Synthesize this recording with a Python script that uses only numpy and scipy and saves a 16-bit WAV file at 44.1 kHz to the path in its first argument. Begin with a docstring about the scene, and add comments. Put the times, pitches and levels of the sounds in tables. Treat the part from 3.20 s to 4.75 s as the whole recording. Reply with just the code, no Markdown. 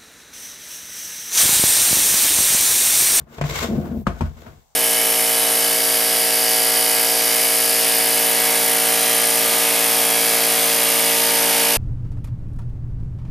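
"""Plastic bin dragged and tipped

A large thin plastic bin bumps free of a hard surface close to two microphones and is turned on its side.
Bumps and two hollow knocks ring its panel modes; its base scrapes as dense, gritty noise grains.
Coarser catches rub the walls and boom the floor panel; a wall judders in stick-slip near 200 Hz.
Small settling rubs follow, with short room reflections over a quiet noise bed."""
import sys
import numpy as np
from scipy import signal
from scipy.fft import rfft, irfft, next_fast_len
from scipy.io import wavfile
from scipy.ndimage import map_coordinates

SR = 44100
rng = np.random.default_rng(int(sys.argv[2]) if len(sys.argv) > 2 else 0)


def store_wav(level_fs):
    """Save 16-bit WAV to argv[1]."""
    pcm = np.round(np.clip(np.atleast_2d(level_fs), -1, 1) * 32767)
    wavfile.write(sys.argv[1], SR, pcm.T.astype(np.int16))


def elevation(decibels):
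    """Turn decibel levels (scalar or array-like) into linear amplitude ratios."""
    levels = np.asarray(decibels, float)
    return 10 ** (levels / 20)


N = 68355  # samples

# Room tone spectrum: f/Hz, relative level/dB
ROOM_TONE = [(18, -35), (30, 12), (59, 6.5), (321, -19), (785, -1), (2080, -22), (7750, -12), (16200, -50)]
# Brief dips of the room tone: t/s, width/s, level/dB
ROOM_TONE_DIPS = [(0.057, 0.028, -20), (.848, 0.0071, -11)]
ROOM_TONE_DB = -61.5
# Room decay: f/Hz, t60/s
ROOM_DECAY = [(100, 0.33), (1000, 0.22), (10000, 0.34)]
ROOM_DB = -11

# Left-right likeness: f/Hz, correlation (0 to 1)
LIKENESS = [(60, 0.99), (200, 1), (500, 0.81), (1500, 0.052), (8000, 0.031)]
# Left over right: f/Hz, level/dB
LEFT_OVER_RIGHT = [(60, 3.2), (240, 3.2), (950, 4.5), (3770, 3), (15000, 1)]
# The bin crosses the microphones: t/s, left lag/s
LEFT_LAG = [(.1, -.0002), (.7, 0), (1.5, .0005)]
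LOW_CUT_HZ, BAND_END_HZ = 30, 15750

# The bin's panel modes, lowest first: f/Hz, relative level/dB, t60/s
PANEL_MODES = [(53.9, 0, 0.35), (81.7, 4, 0.27), (147, -0.5, 0.14), (193.2, 1.5, 0.061),
               (228.7, -2.5, 0.071), (352, -6, 0.081), (445.4, -10, 0.038), (560, -11.5, 0.027),
               (677.7, -7, 0.034), (927, -13.5, 0.033), (1070, -13, 0.032), (1225, -15.5, 0.021),
               (1470, -16, 0.011)]
FLOOR_MODES = 3  # this many of the lowest modes carry the boom
WALL_MODES_FROM = FLOOR_MODES + 1  # index of the first mode rubbed or juddered

# Wall rub, before its lumps: t/s, level/dB
WALL_RUB = [(0, -44.5), (.06, -62), (.14, -45.5), (.2, -52), (.3, -34), (.38, -43), (.43, -29), (.49, -42),
            (.535, -42.5), (.65, -41.5), (.76, -49.5), (.81, -76), (.84, -100), (.87, -31.5), (.91, -32),
            (.99, -49.5), (1.06, -37.5), (1.13, -57.5), (1.22, -47), (1.28, -44), (1.39, -62),
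            (1.44, -68.5), (1.55, -101)]
RUB_TILT_DB, RUB_LUMPS_DB = 0.5, 2.5  # per octave; scale of the random level wander
# Floor panel boom, before its wander: t/s, level/dB
FLOOR_BOOM = [(0, -33.5), (.055, -44), (.08, -51), (.15, -54), (.2, -30.5), (.3, -31), (.5, -34.5),
              (.56, -24), (.65, -38.5), (.76, -34), (.8, -30), (.85, -41.5), (1.0, -40.5), (1.17, -43),
              (1.29, -43.5), (1.395, -48), (1.415, -75), (1.55, -83)]

# Base scrape, before its clumps: t/s, level/dB
SCRAPE_LEVEL = [(0, -60), (.065, -87.5), (.1, -56.5), (.185, -44), (.205, -87), (.25, -39.5), (.3, -31),
                (.39, -26), (.435, -24.5), (.47, -39), (.52, -46), (.64, -56), (.81, -56.5), (.835, -71.5),
                (.862, -88), (.9, -60), (.99, -52), (1.05, -53), (1.13, -60.5), (1.21, -52.5), (1.28, -54),
                (1.4, -64.5), (1.55, -77)]
# Grit colour: f/Hz, relative level/dB
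GRIT_COLOUR = [(180, -56.5), (440, -12), (888, -13.5), (1100, -11.5), (3000, -14), (4200, -18), (7520, -14),
               (9340, -29.5), (13000, -19), (16200, -23)]
# Sheet resonances under the scrape: f/Hz, width/Hz, level/dB
SHEET_RESONANCES = [(444, 30, 15), (1081, 64, 9.5), (1497, 40, 5.5), (2170, 130, 6), (2680, 40, 6),
                    (3660, 690, 3.5)]
GRAINS_PER_S, GRAIN_SPREAD_DB = 15000, 3.5
# The top fizz follows the scrape level less steeply: offset, then dB of fizz per dB of scrape
FIZZ_HZ, FIZZ_DB, FIZZ_FOLLOWS = 11900, -35.5, 0.44

# Stick-slip before jitter and scatter: t/s, slip rate f/Hz, level/dB
JUDDER_PATH = [(.485, 205, -23), (.5, 215.7, -22), (.528, 245.1, -17.5), (.56, 200, -19), (.6, 213.9, -22),
               (.64, 189.5, -25), (.69, 195.6, -27), (.74, 240.6, -25.5), (.78, 207.1, -27.5),
               (0.819, 228.8, -30), (0.836, 220, -47)]
SLIP_JITTER, SLIP_SCATTER_DB = 0.15, 3.2  # scales of the rate (fraction) and level wander
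SLIP_RING_DB, SLIP_FIZZ_DB = -8, -52  # ring relative to the judder level; fizz before its wander
SLIP_SOFT_HZ = 580

# Knocks: t/s, level/dB, tilt/(dB per octave), struck part f/Hz, crack level/dB, hand stops it after t/s
BLOWS = [(0.183, -33.5, 4.5, 450, 1, 0.032), (0.212, -25.5, 4, 147, 5, 0.045),
         (0.239, -29.5, 5.5, 147, 3, 0.02), (.526, -40.5, 5.5, 550, 1, 0.038),
         (0.8679, -23.5, 6.5, 1250, -0.5, 0.024), (0.87, -20, 0.5, 192, -4.5, 0.3),
         (1.008, -17.5, 0.5, 863, -8, 0.096), (1.021, -23.5, 2.5, 202.5, -16.5, 0.15),
         (1.266, -38, 3, 1470, -4, 0.039)]
# Crack colour: f/Hz, relative level/dB
CRACK_COLOUR = [(240, -80), (450, -3), (1200, -9.5), (2500, -11.5), (4000, -21), (7500, -23.5), (9500, -34),
                (16000, -34)]
CRACK_T60, CRACK_RING_DB = 0.082, 11.5  # s; lift of the panel modes in the crack's colour
STOP_S, SWELL_CYCLES = 0.0062, 0.35  # time constants of the hand's damping and of each mode's swell
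WALL_DB, WALL_OCTAVES = 15, 0.17  # modes near the struck wall ring louder


def unit(x):
    """Scales a signal to rms 1."""
    return x / np.sqrt(np.mean(x ** 2) + 1e-20)


def along(points, hz):
    """Reads (Hz, value) points on a log frequency axis."""
    f, value = np.transpose(points)
    return np.interp(np.log(hz + 1), np.log(f + 1), value)


def curves(rows):
    """One value per sample for each column after the time."""
    s, *columns = np.transpose(rows)
    return [np.interp(np.arange(N) / SR, s, column) for column in columns]


def wobble(rate):
    """A smooth random curve, rate knots a second."""
    knots = rng.standard_normal(int(N * rate / SR) + 4)
    return map_coordinates(knots, [np.arange(N) * rate / SR])


def noise_pair():
    """Two independent draws of white noise."""
    return rng.standard_normal((2, N))


def filtered(x, response):
    """Shapes x by a complex response of frequency."""
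    size = next_fast_len(N + SR // 2)
    return irfft(rfft(x, size) * response(np.fft.rfftfreq(size, 1 / SR)), size)[..., :N]


def resonances(f, peaks):
    """Causal sum of (Hz, width Hz, dB) resonances, alternating in sign."""
    total = 0
    for k, (centre, width, db) in enumerate(peaks):
        damping = 1j * f * width
        total = total + (-1) ** k * elevation(db) * damping / (centre * centre - f * f + damping)
    return total


def width_hz(t60):
    """A mode's bandwidth: the faster it dies, the wider it is."""
    return np.log(1000) / np.pi / t60


def grains(per_s, spread_db):
    """Two draws of random tiny impacts of uneven size."""
    hits = rng.random((2, N)) < per_s / SR
    signs = rng.choice([-1, 1], (2, N))
    return hits * signs * elevation(spread_db * rng.standard_normal((2, N)))


def shaken(modes, force, tilt_db):
    """A force played into some of the bin's modes, tilted per octave about 200 Hz, rms 1."""
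    peaks = [(hz, width_hz(t60), db + tilt_db * np.log2(hz / 200)) for hz, db, t60 in modes]
    return unit(filtered(force, lambda f: resonances(f, peaks)))


def room_tone():
    """A quiet bed of coloured noise whose level dips briefly."""
    t = np.arange(N) / SR
    dips_db = sum(db * np.exp(-((t - s) / width) ** 2) for s, width, db in ROOM_TONE_DIPS)
    bed = unit(filtered(noise_pair(), lambda f: elevation(along(ROOM_TONE, f))))
    return elevation(ROOM_TONE_DB + dips_db) * bed


def room(x):
    """Delayed noise tail in which each frequency dies at its own speed."""
    hz, t, z = signal.stft(rng.standard_normal((2, SR // 2)), SR, nperseg=256)
    decay = elevation(-60 * t / along(ROOM_DECAY, hz)[:, None])
    tail = signal.istft(z * decay, SR, nperseg=256)[1]
    tail = tail / np.linalg.norm(tail[0])
    delayed = np.pad(x, (300, 0))  # samples
    return signal.fftconvolve(delayed[None], tail, axes=1)[:, :N]


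def pair(x):
    """Two microphones hear different parts of the big object: alike in the bass, unlike in the treble."""
    def mid_side_gains(f):
        turn = np.arccos(np.clip(along(LIKENESS, f), -1, 1)) / 2
        return np.array([np.cos(turn), np.sin(turn)])
    mid, side = filtered(x, mid_side_gains)
    half_lag = curves(LEFT_LAG)[0] * SR / 2
    left = map_coordinates(mid + side, [np.arange(N) - half_lag], mode="nearest")
    right = map_coordinates(mid - side, [np.arange(N) + half_lag], mode="nearest")
    return np.array([left, right])


def fizz():
    """Fine hiss at the top of the range, rms 1."""
    return unit(filtered(noise_pair(), lambda f: 1 / (1 + (FIZZ_HZ / (f + 1)) ** 8)))


def floor_boom():
    """Sparse coarse catches shake the floor panel's low modes."""
    panel = shaken(PANEL_MODES[:FLOOR_MODES], grains(400, 3), tilt_db=-2)
    return elevation(curves(FLOOR_BOOM)[0] + 0.79 * wobble(45)) * panel


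def wall_rub():
    """Catches coarser than the grit shake the wall modes in lumps."""
    walls = shaken(PANEL_MODES[WALL_MODES_FROM:], grains(2500, 3.34), tilt_db=RUB_TILT_DB)
    return elevation(curves(WALL_RUB)[0] + RUB_LUMPS_DB * wobble(44.9)) * walls


def judder():
    """Stick-slip of a wall: an uneven cycle, each slip a soft kick of its own size into the wall modes."""
    hz, level_db = curves(JUDDER_PATH)
    t = np.arange(N) / SR
    start, end = JUDDER_PATH[0][0], JUDDER_PATH[-1][0]
    on = np.clip(np.minimum(t - start, end - t) / 0.0042, 0, 1)  # fades of 4.2 ms
    turns = np.cumsum(hz * (1 + SLIP_JITTER * wobble(120))) / SR
    cycle = np.array([np.sin(2 * np.pi * turns), np.cos(2 * np.pi * turns)])
    # one kick as each cycle passes, its moment a little uneven
    kicks = np.diff(np.floor(turns + 0.16 * wobble(300)), prepend=0) * rng.normal(0.11, 1, (2, N))
    soft_kicks = filtered(kicks, lambda f: 1 / (1 + (f / SLIP_SOFT_HZ) ** 4))
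    ring = shaken(PANEL_MODES[WALL_MODES_FROM:], soft_kicks, tilt_db=1)
    body = elevation(SLIP_SCATTER_DB * wobble(69.32)) * cycle + elevation(SLIP_RING_DB) * ring
    sliding = elevation(SLIP_FIZZ_DB + 2.3 * wobble(30)) * fizz()
    return on * (elevation(level_db) * body + sliding)


def crack_noise():
    """Noise coloured by the panel modes, rms 1."""
    peaks = [(hz, width_hz(t60), db + CRACK_RING_DB) for hz, db, t60 in PANEL_MODES]
    colour = lambda f: elevation(along(CRACK_COLOUR, f)) * (1 + abs(resonances(f, peaks)))
    return unit(filtered(noise_pair(), colour))


def knocks():
    """Each blow rings all modes and cracks; the hand stops the ring."""
    out = np.zeros((2, N + SR))
    t = np.arange(SR // 4) / SR
    hz, mode_db, t60 = np.array(PANEL_MODES).T[:, :, None]
    noise = crack_noise()
    for s, db, tilt_db, struck_hz, crack_db, held in BLOWS:
        struck_db = WALL_DB * np.exp(-(np.log2(hz / struck_hz) / WALL_OCTAVES) ** 2)
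        scatter_db = rng.normal(0, 1.5, hz.shape)
        start_db = mode_db + struck_db + tilt_db * np.log2(hz / 200) + scatter_db
        swell = 1 - np.exp(-t * hz / SWELL_CYCLES)
        stop = np.exp(-np.maximum(t - held, 0) / STOP_S)
        envelope = elevation(start_db - 60 * t / t60) * swell * stop
        # the second channel starts each mode at a random phase
        phases = (0, rng.random(hz.shape))
        ring = [np.sum(envelope * np.sin(2 * np.pi * (hz * t + phase)), 0) for phase in phases]
        first = rng.integers(N - len(t))
        crack = elevation(crack_db - 60 * t / CRACK_T60) * noise[:, first:first + len(t)]
        crack = crack * np.minimum(t / 0.0005, 1)  # 0.5 ms attack
        at = round(s * SR)
        out[:, at:at + len(t)] += elevation(db) * (ring + crack)
    return out[:, :N]


def scrape():
    """Dense grit under the base, coloured by the sheet's resonances, in clumps."""
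    level_db, = curves(SCRAPE_LEVEL)
    colour = lambda f: elevation(along(GRIT_COLOUR, f)) * (1 + abs(resonances(f, SHEET_RESONANCES)))
    grit = unit(filtered(grains(GRAINS_PER_S, GRAIN_SPREAD_DB), colour))
    clumps_db = 2.0 * wobble(50) + 1.86 * wobble(200)
    return elevation(level_db + clumps_db) * grit + elevation(FIZZ_DB + FIZZ_FOLLOWS * level_db) * fizz()


def scene():
    """Bin near the microphones, its room and the room tone."""
    bin_sound = floor_boom() + wall_rub() + judder() + knocks() + scrape()
    return room_tone() + elevation(ROOM_DB) * room(bin_sound[0]) + pair(bin_sound)


def top_cut(x):
    """Nothing passes above the cut-off."""
    return signal.sosfilt(signal.butter(12, 16660, fs=SR, output="sos"), x)


def record(dry):
    """The microphones cut the deepest bass, the left is more sensitive; the band ends steeply at the top."""
    def response(f):
        balance = elevation(along(LEFT_OVER_RIGHT, f) / 2 * np.array([[1], [-1]]))
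        low_cut = (1j * f / (LOW_CUT_HZ + 1j * f)) ** 2
        band_end = 1 / (1 + (f / BAND_END_HZ) ** 200)
        return balance * low_cut * band_end
    return top_cut(filtered(dry, response))


dry = scene()
out = record(dry)
store_wav(out)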